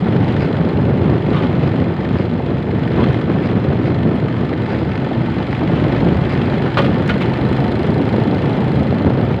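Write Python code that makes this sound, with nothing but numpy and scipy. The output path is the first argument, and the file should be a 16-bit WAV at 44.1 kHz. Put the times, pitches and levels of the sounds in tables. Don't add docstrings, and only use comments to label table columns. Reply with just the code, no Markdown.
import sys
import numpy as np
from scipy import signal
from scipy.fft import rfft, irfft
from scipy.io import wavfile

SR = 44100
rng = np.random.default_rng(int(sys.argv[2]) if len(sys.argv) > 2 else 0)


def master(y):
    cut = np.clip(np.atleast_2d(y).T, -1, 1)
    pcm = np.round(cut * 32767)
    wavfile.write(sys.argv[1], SR, pcm.astype(np.int16))


N = 414540
TIME = np.arange(N) / SR

# t/s, level/dB
AIRFLOW = [(0, -14.5), (0.5, -15), (1.1, -13), (1.45, -15), (2.5, -17.5), (3.05, -14), (3.95, -14.5),
           (4.55, -16.5), (5.5, -18.5), (5.75, -12.5), (6.5, -15), (8.5, -15), (9.05, -13), (9.4, -16)]
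# t/s, level change/dB, half length/s
GUSTS = [(1.229, -5.5, 0.022), (1.297, 3, 0.013), (1.963, -8, 0.012), (2.15, 3.5, 0.049), (2.643, -3, .03),
         (3.005, 5, 0.026), (3.099, 5.5, .012), (3.215, -4.5, 0.02), (6.09, 5.5, 0.016), (6.732, -9, 0.022),
         (7.353, -6.5, 0.023)]
# t/s, level/dB
WIND_POPS = [(8.141, 12.5), (8.183, 12.5), (8.926, 11.5), (9.048, 13.5), (9.105, 12)]
# f/Hz, level/dB
BUFFET_SPECTRUM = [(20, -35), (36, -39.5), (50, -17), (62, -15.5), (74, -4.5), (100, -1), (135, 1),
                   (200, -3.5), (340, -7.5), (500, -13.5), (800, -22), (1500, -30), (4000, -52.5),
                   (7000, -87)]
POP_SPECTRUM = [(40, -38.5), (120, 0.5), (300, -0.5), (600, -4), (1200, -25.5), (4000, -39), (14000, -100)]

# t/s, f/Hz
FIRING_RATE = [(0.0, 24.94), (1.41, 24.2), (2.74, 24.16), (3.37, 23.26), (3.92, 23.16), (4.31, 24.04),
               (5.09, 23.08), (5.36, 24.16), (6.46, 24.33), (8.26, 27.42), (8.97, 26.15), (9.4, 26.45)]
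# t/s, opening/0-1
THROTTLE = [(0, 0.5), (1.5, 0.16), (5.2, 0.15), (5.7, .35), (6.8, 0.3), (7.55, 0.7), (8.7, 0.77),
            (9.4, 0.5)]
# t/s, level/dB
LOAD = [(0, -37.5), (0.3, -35.5), (0.75, -38.5), (1.53, -37.5), (2.7, -39.5), (2.97, -36), (3.3, -37.5),
        (3.8, -38.5), (5.3, -37), (5.85, -34.5), (7.7, -35), (9.4, -37.5)]
# order/multiple of the firing rate, level/dB
HUM_ORDERS = [(4, -5), (5, -0.5), (6, -4), (7, -2), (8, -2), (10, -3.5), (14, -3.5)]
# place/cycles, level/dB, decay/cycles, change at full throttle/dB
ENGINE_BLOWS = [(.01, -2.5, 0.064, -1), (.08, 1.5, 0.098, -1.5), (.22, -6.5, 0.13, 5), (.4, -6, 0.1, 3),
                (0.481, 0, 0.085, -7.5), (0.681, -4.5, 0.15, -0.5), (.81, -12.5, 0.12, 4.5),
                (.94, -2.5, 0.088, -14)]
# f/Hz, level/dB
BARK_SPECTRUM = [(200, -21), (350, -1), (550, -8.5), (750, -7.5), (1000, -14), (1500, -19), (3000, -39),
                 (6000, -64)]
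CLATTER_SPECTRUM = [(400, -12), (900, -4.5), (1900, 0.5), (2600, -3.5), (3300, -8.5), (4200, -12),
                    (5000, -18), (5700, -32), (7200, -32), (9000, -40), (11200, -41), (12000, -57.5),
                    (14500, -47), (16000, -67)]
TICK_SPECTRUM = [(2500, -6), (4200, 15), (5800, -7), (8500, -9), (11200, -11), (12200, -26), (14300, -19),
                 (16000, -36.5)]
# f/Hz, width/Hz, level/dB
CASE_MODES = [(884, 24, 2), (1190, 120, -2), (1310, 70, 3), (1496, 53, 3.5), (1778, 70, 3),
              (2070, 200, -2.5), (3090, 78, 1), (3386, 110, 2.5), (4064, 200, -1), (4990, 200, -6),
              (6940, 88, 3.5), (7300, 120, -5.5), (8350, 160, 0), (9000, 110, -1.5), (9400, 80, 3.5)]
PANEL_MODES = [(557, 17, 18), (874, 26, 6), (1130, 16, -1), (1210, 26, 7.5), (1450, 25, 6), (2170, 30, 6.5),
               (2450, 40, -1), (2790, 35, -2), (3040, 45, 3), (4250, 32, -2.5)]

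# t/s, level/dB, decay/s, low cut/Hz
KNOCKS = [(1.325, -20, 0.017, 900), (1.352, -20, 0.043, 500), (1.419, -21.5, 0.025, 700),
          (2.998, -20.5, 0.023, 250), (3.034, -29, 0.0091, 1700), (3.04, -16, 0.0044, 300),
          (6.769, -8.5, 0.019, 383), (6.782, -5, 0.0033, 4000), (6.785, -10.5, 0.012, 300),
          (6.817, -17, .008, 1500), (6.843, -14, 0.013, 1500), (7.074, -6, 0.0097, 6500),
          (7.09, -9, 0.018, 1400), (7.205, -16, 0.021, 450), (7.206, -11, .015, 6500),
          (7.22, -18, 0.005, 1500), (7.336, -20, 0.01, 600)]
# t/s, level/dB
SHUDDER = [(0, -54.5), (4.8, -49.5), (5.35, -36.5), (6.1, -28.5), (6.6, -39), (7.4, -32.5), (8.2, -46),
           (9.4, -40)]
# t/s, level/dB
JOLTS = [(2.968, -16.5), (3.006, -18), (3.033, -14)]
# t/s, level/dB
STONES = [(.165, -26), (.28, -24), (1.528, -24), (3.102, -24), (3.144, -19), (4.529, -23), (4.7, -26),
          (4.955, -22), (4.977, -21), (5.529, -20.5), (5.55, -26), (6.352, -21), (9.343, -23.5)]
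# t/s, level/dB, half length/s
GRAVEL_PATCHES = [(0.426, -33.5, 0.028), (1.66, -38.5, .035), (2.203, -40, 0.034), (3.462, -34, 0.02),
                  (3.867, -33, 0.021), (4.753, -36.5, 0.071), (6.322, -30.5, 0.021)]
# t/s, level/dB, f/Hz, length/s, pitch fall/share of f
SQUEAKS = [(1.301, -27, 1120, 0.13, .3), (1.363, -31.5, 3650, 0.028, .01), (2.982, -22, 985, 0.062, 0.11),
           (3.019, -32, 3260, 0.031, .01), (3.162, -67, 9550, .06, .035), (4.135, -60, 9200, 0.051, .035)]
# f/Hz, level/dB
GRIT_SPECTRUM = [(300, -14.5), (800, 4.5), (1400, -1.5), (2200, -3.5), (3300, -6.5), (4800, -28.5),
                 (5800, -27), (7200, -42), (10000, -51.5), (15500, -62.5)]
PANEL_SPECTRUM = [(200, -28), (550, 9.5), (1200, 8.5), (2400, 1), (3400, -0.5), (4800, -15), (6000, -26.5),
                  (9000, -36.5), (15000, -47)]
THUD_SPECTRUM = [(50, -27), (140, 3), (300, 6), (600, -13), (1300, -16), (2500, -22), (6000, -65)]
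STONE_SPECTRUM = [(400, -16.5), (1000, 4), (2100, 9.5), (3500, -2.5), (5000, -11.5), (5900, -24),
                  (9000, -36.5), (15000, -46.5)]


def wind(level_db=-1, eddy_db=3.5, pop_db=-11):
    flow = colour(rng.standard_normal(N), BUFFET_SPECTRUM)
    deep = cut(flow, 260, "low")
    eddies = cut(flow, 260, "high") * unit(amp(eddy_db * drift(41)))
    small_pops = unit(colour(grains(110, 1.9), POP_SPECTRUM))
    sharp_pops = np.zeros(N)
    for s, db in WIND_POPS:
        add(sharp_pops, s, amp([db]))
    buffet = unit(deep - eddies) + amp(pop_db) * small_pops
    return amp(airflow_db() + level_db) * buffet - colour(sharp_pops, POP_SPECTRUM)


def airflow_db(flutter_db=0.74, flutter_hz=15):
    gusts = sum(db * np.exp(-.5 * ((TIME - s) / half) ** 2) for s, db, half in GUSTS)
    return curve(AIRFLOW) + gusts + flutter_db * drift(flutter_hz)


def exhaust(turns, hum_db=-24, bark_db=5, intake_db=6.5, throttle_db=2.0):
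    throttle = curve(THROTTLE)
    hum = 0
    for order, db in HUM_ORDERS:
        gain = amp(db + 4.1 * drift(2.6))
        phase = 2 * np.pi * (round(order) * turns + rng.random()) + 0.24 * drift(10)
        hum += gain * np.cos(phase)
    puff = .5 + 1.2 * swell(turns, place=.68 - .1 * throttle, length=.06)
    pipe_modes = [(354, 17, -4), (743, 56, -3), (886, 41, 6.5)]
    bark = colour(puff * rng.standard_normal(N), BARK_SPECTRUM, pipe_modes)
    bark = amp(bark_db + throttle_db * throttle) * unit(bark)
    gulp = swell(turns, place=.84, length=.07) + .7 * swell(turns, place=.18, length=.07)
    intake_spectrum = [(250, -12.5), (450, 2), (760, -4), (1100, -19), (3000, -59.5)]
    growl = colour(gulp * rng.standard_normal(N), intake_spectrum, modes=[(334, 15, 2), (882, 32, 6.2)])
    growl = amp(intake_db) * throttle * unit(growl)
    return amp(hum_db) * unit(hum) + amp(curve(LOAD)) * (bark + growl)


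def valve_gear(turns, clatter_db=1.5, tick_db=-26, throttle_db=16, sliding_power=0.0084, click_db=16):
    throttle = curve(THROTTLE)
    blow_power = sum((amp(db + change_db * throttle) * strike(turns, place, decay)) ** 2
                     for place, db, decay, change_db in ENGINE_BLOWS)
    rattle = np.sqrt(sliding_power + blow_power) * rng.standard_normal(N)
    clatter = amp(clatter_db) * unit(colour(rattle, CLATTER_SPECTRUM, CASE_MODES))
    tap = swell(turns, place=.09 + .035 * throttle, length=.07, uneven_db=1)
    tap += .8 * strike(turns, place=.03, decay=.17, uneven_db=1, rise=.008)
    cycle = np.floor(turns - .11)
    click = np.diff(cycle, append=cycle[-1])
    tick = colour(tap * rng.standard_normal(N) + amp(click_db) * click, TICK_SPECTRUM, CASE_MODES)
    return amp(curve(LOAD)) * (clatter + amp(tick_db + throttle_db * throttle) * unit(tick))


def tyres(level_db=-1.2, patchy_db=2.0):
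    grit = amp(-6) * unit(grains(500, 2.5))
    crunch = unit(colour(rng.standard_normal(N) + grit, GRIT_SPECTRUM))
    return amp(curve(LOAD) + level_db + patchy_db * drift(15)) * crunch


def panels(rise_share=0.17, slam_db=10, settle_db=-36, settle_s=0.065, settle_hz=3000):
    blows, t = np.zeros(N), TIME[:SR // 2]
    chatter, loose = unit(grains(4000, 3.8)), unit(grains(700, 2.5))
    for s, db, decay, low_cut_hz in KNOCKS:
        rise = rise_share * decay
        flurry = chatter[round(s * SR):][:len(t)] * (1 - np.exp(-t / rise)) * np.exp(-t / decay)
        add(flurry, 2 * rise, amp([slam_db]))
        add(blows, s, amp(db) * cut(flurry, low_cut_hz, "high", order=3))
        settling = loose[round(s * SR):][:len(t)] * np.exp(-t / settle_s)
        add(blows, s, amp(settle_db) * cut(settling, settle_hz, "high"))
    return colour(blows, PANEL_SPECTRUM, PANEL_MODES)


def shudder():
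    spectrum = [(20, -24.5), (36, -18.5), (50, -3), (72, 2.5), (110, -16), (400, -70.5)]
    return amp(curve(SHUDDER)) * unit(colour(rng.standard_normal(N), spectrum))


def jolts(rise_s=0.0053):
    thuds, t = np.zeros(N), TIME[:SR // 5]
    envelope = t / rise_s * np.exp(1 - t / rise_s)
    for s, db in JOLTS:
        add(thuds, s, amp(db) * rng.standard_normal(len(t)) * envelope)
    return colour(thuds, THUD_SPECTRUM)


def stones(decay_s=0.0021):
    ticks, t = np.zeros(N), TIME[:SR // 50]
    for s, db in STONES:
        add(ticks, s, amp(db) * rng.standard_normal(len(t)) * np.exp(-t / decay_s))
    return colour(ticks, STONE_SPECTRUM)


def gravel(per_s=420, spread_db=5.0, decay_s=0.0012):
    power = sum(amp(db) ** 2 * np.exp(-((TIME - s) / half) ** 2) for s, db, half in GRAVEL_PATCHES)
    hits, t = grains(per_s, spread_db), TIME[:SR // 100]
    tick = rng.standard_normal(len(t)) * np.exp(-t / decay_s)
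    spray = unit(signal.oaconvolve(hits, tick)[:N]) + .5 * rng.standard_normal(N)
    return np.sqrt(power) * unit(colour(spray, STONE_SPECTRUM))


def squeaks(scratch_db=-5):
    out = np.zeros(N)
    grip = unit(1 + amp(scratch_db) * drift(160))
    for s, db, hz, length, fall in SQUEAKS:
        t = TIME[:round(length * SR)]
        pitch = hz * (1 - fall * (t / length - .5))
        tone = np.sin(2 * np.pi * np.cumsum(pitch) / SR) * grip[round(s * SR):][:len(t)]
        add(out, s, amp(db) * np.hanning(len(t)) * tone)
    return out


def swell(turns, place, length, uneven_db=2):
    since = turns - place + .5
    return cycle_strength(since, uneven_db) * np.exp(-.5 * ((since % 1 - .5) / length) ** 2)


def strike(turns, place, decay, uneven_db=2, rise=0.011):
    since = turns - place
    age = since % 1
    return cycle_strength(since, uneven_db) * (1 - np.exp(-age / rise)) * np.exp(-age / decay)


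def cycle_strength(since, uneven_db):
    cycle = np.floor(since - np.floor(since[0])).astype(int)
    chance = unit(rng.uniform(-1, 1, SR))
    return amp(uneven_db * chance)[cycle]


def grains(per_s, spread_db):
    size = amp(spread_db * np.minimum(rng.exponential(1, N), 3)) * rng.choice([-1, 1], N)
    return size * (rng.random(N) < per_s / SR)


def drift(hz):
    f = np.fft.rfftfreq(N, 1 / SR)
    slow = irfft(rfft(rng.standard_normal(N)) / (1 + (f / hz) ** 4), N)
    return unit(np.tanh(.5 * unit(slow)))


def colour(x, spectrum, modes=(), size=8192):
    f = np.fft.rfftfreq(size, 1 / SR)
    hz, db = np.transpose(spectrum)
    gain = amp(np.interp(np.log(f + 1), np.log(hz), db))
    gain *= 1 + sum(amp(peak) / (1 + (2 * (f - centre) / width) ** 2) for centre, width, peak in modes)
    cepstrum = irfft(np.log(gain))
    cepstrum[1:size // 2] *= 2
    cepstrum[size // 2 + 1:] = 0
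    ring = irfft(np.exp(rfft(cepstrum)))[:size // 2]
    return signal.oaconvolve(x, ring / np.linalg.norm(ring))[:len(x)]


def cut(x, hz, kind, order=2):
    return signal.sosfilt(signal.butter(order, min(hz, .45 * SR), kind, fs=SR, output="sos"), x)


def amp(db):
    return 10 ** (np.asarray(db) / 20)


def unit(x):
    return x / np.sqrt(np.mean(x ** 2) + 1e-20)


def curve(rows):
    return np.interp(TIME, *np.transpose(rows))


def add(mix, s, sound):
    part = mix[max(round(s * SR), 0):][:len(sound)]
    part += sound[:len(part)]


def scene():
    turns = np.cumsum(curve(FIRING_RATE)) / SR
    mix = wind() + shudder() + exhaust(turns) + valve_gear(turns)
    mix += tyres() + gravel() + stones() + jolts() + panels() + squeaks()
    return mix[None]


def record(dry, ceiling=.95, fade_s=.008, edge_hz=15700):
    rounded = dry / (1 + (dry / ceiling) ** 6) ** (1 / 6)
    fades = np.minimum(np.minimum(TIME, TIME[::-1]) / fade_s, 1)
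    low_pass = signal.firwin(511, edge_hz, window=("kaiser", 9), fs=SR)
    return signal.oaconvolve(fades * rounded, low_pass[None], "same")


dry = scene()
out = record(dry)
master(out)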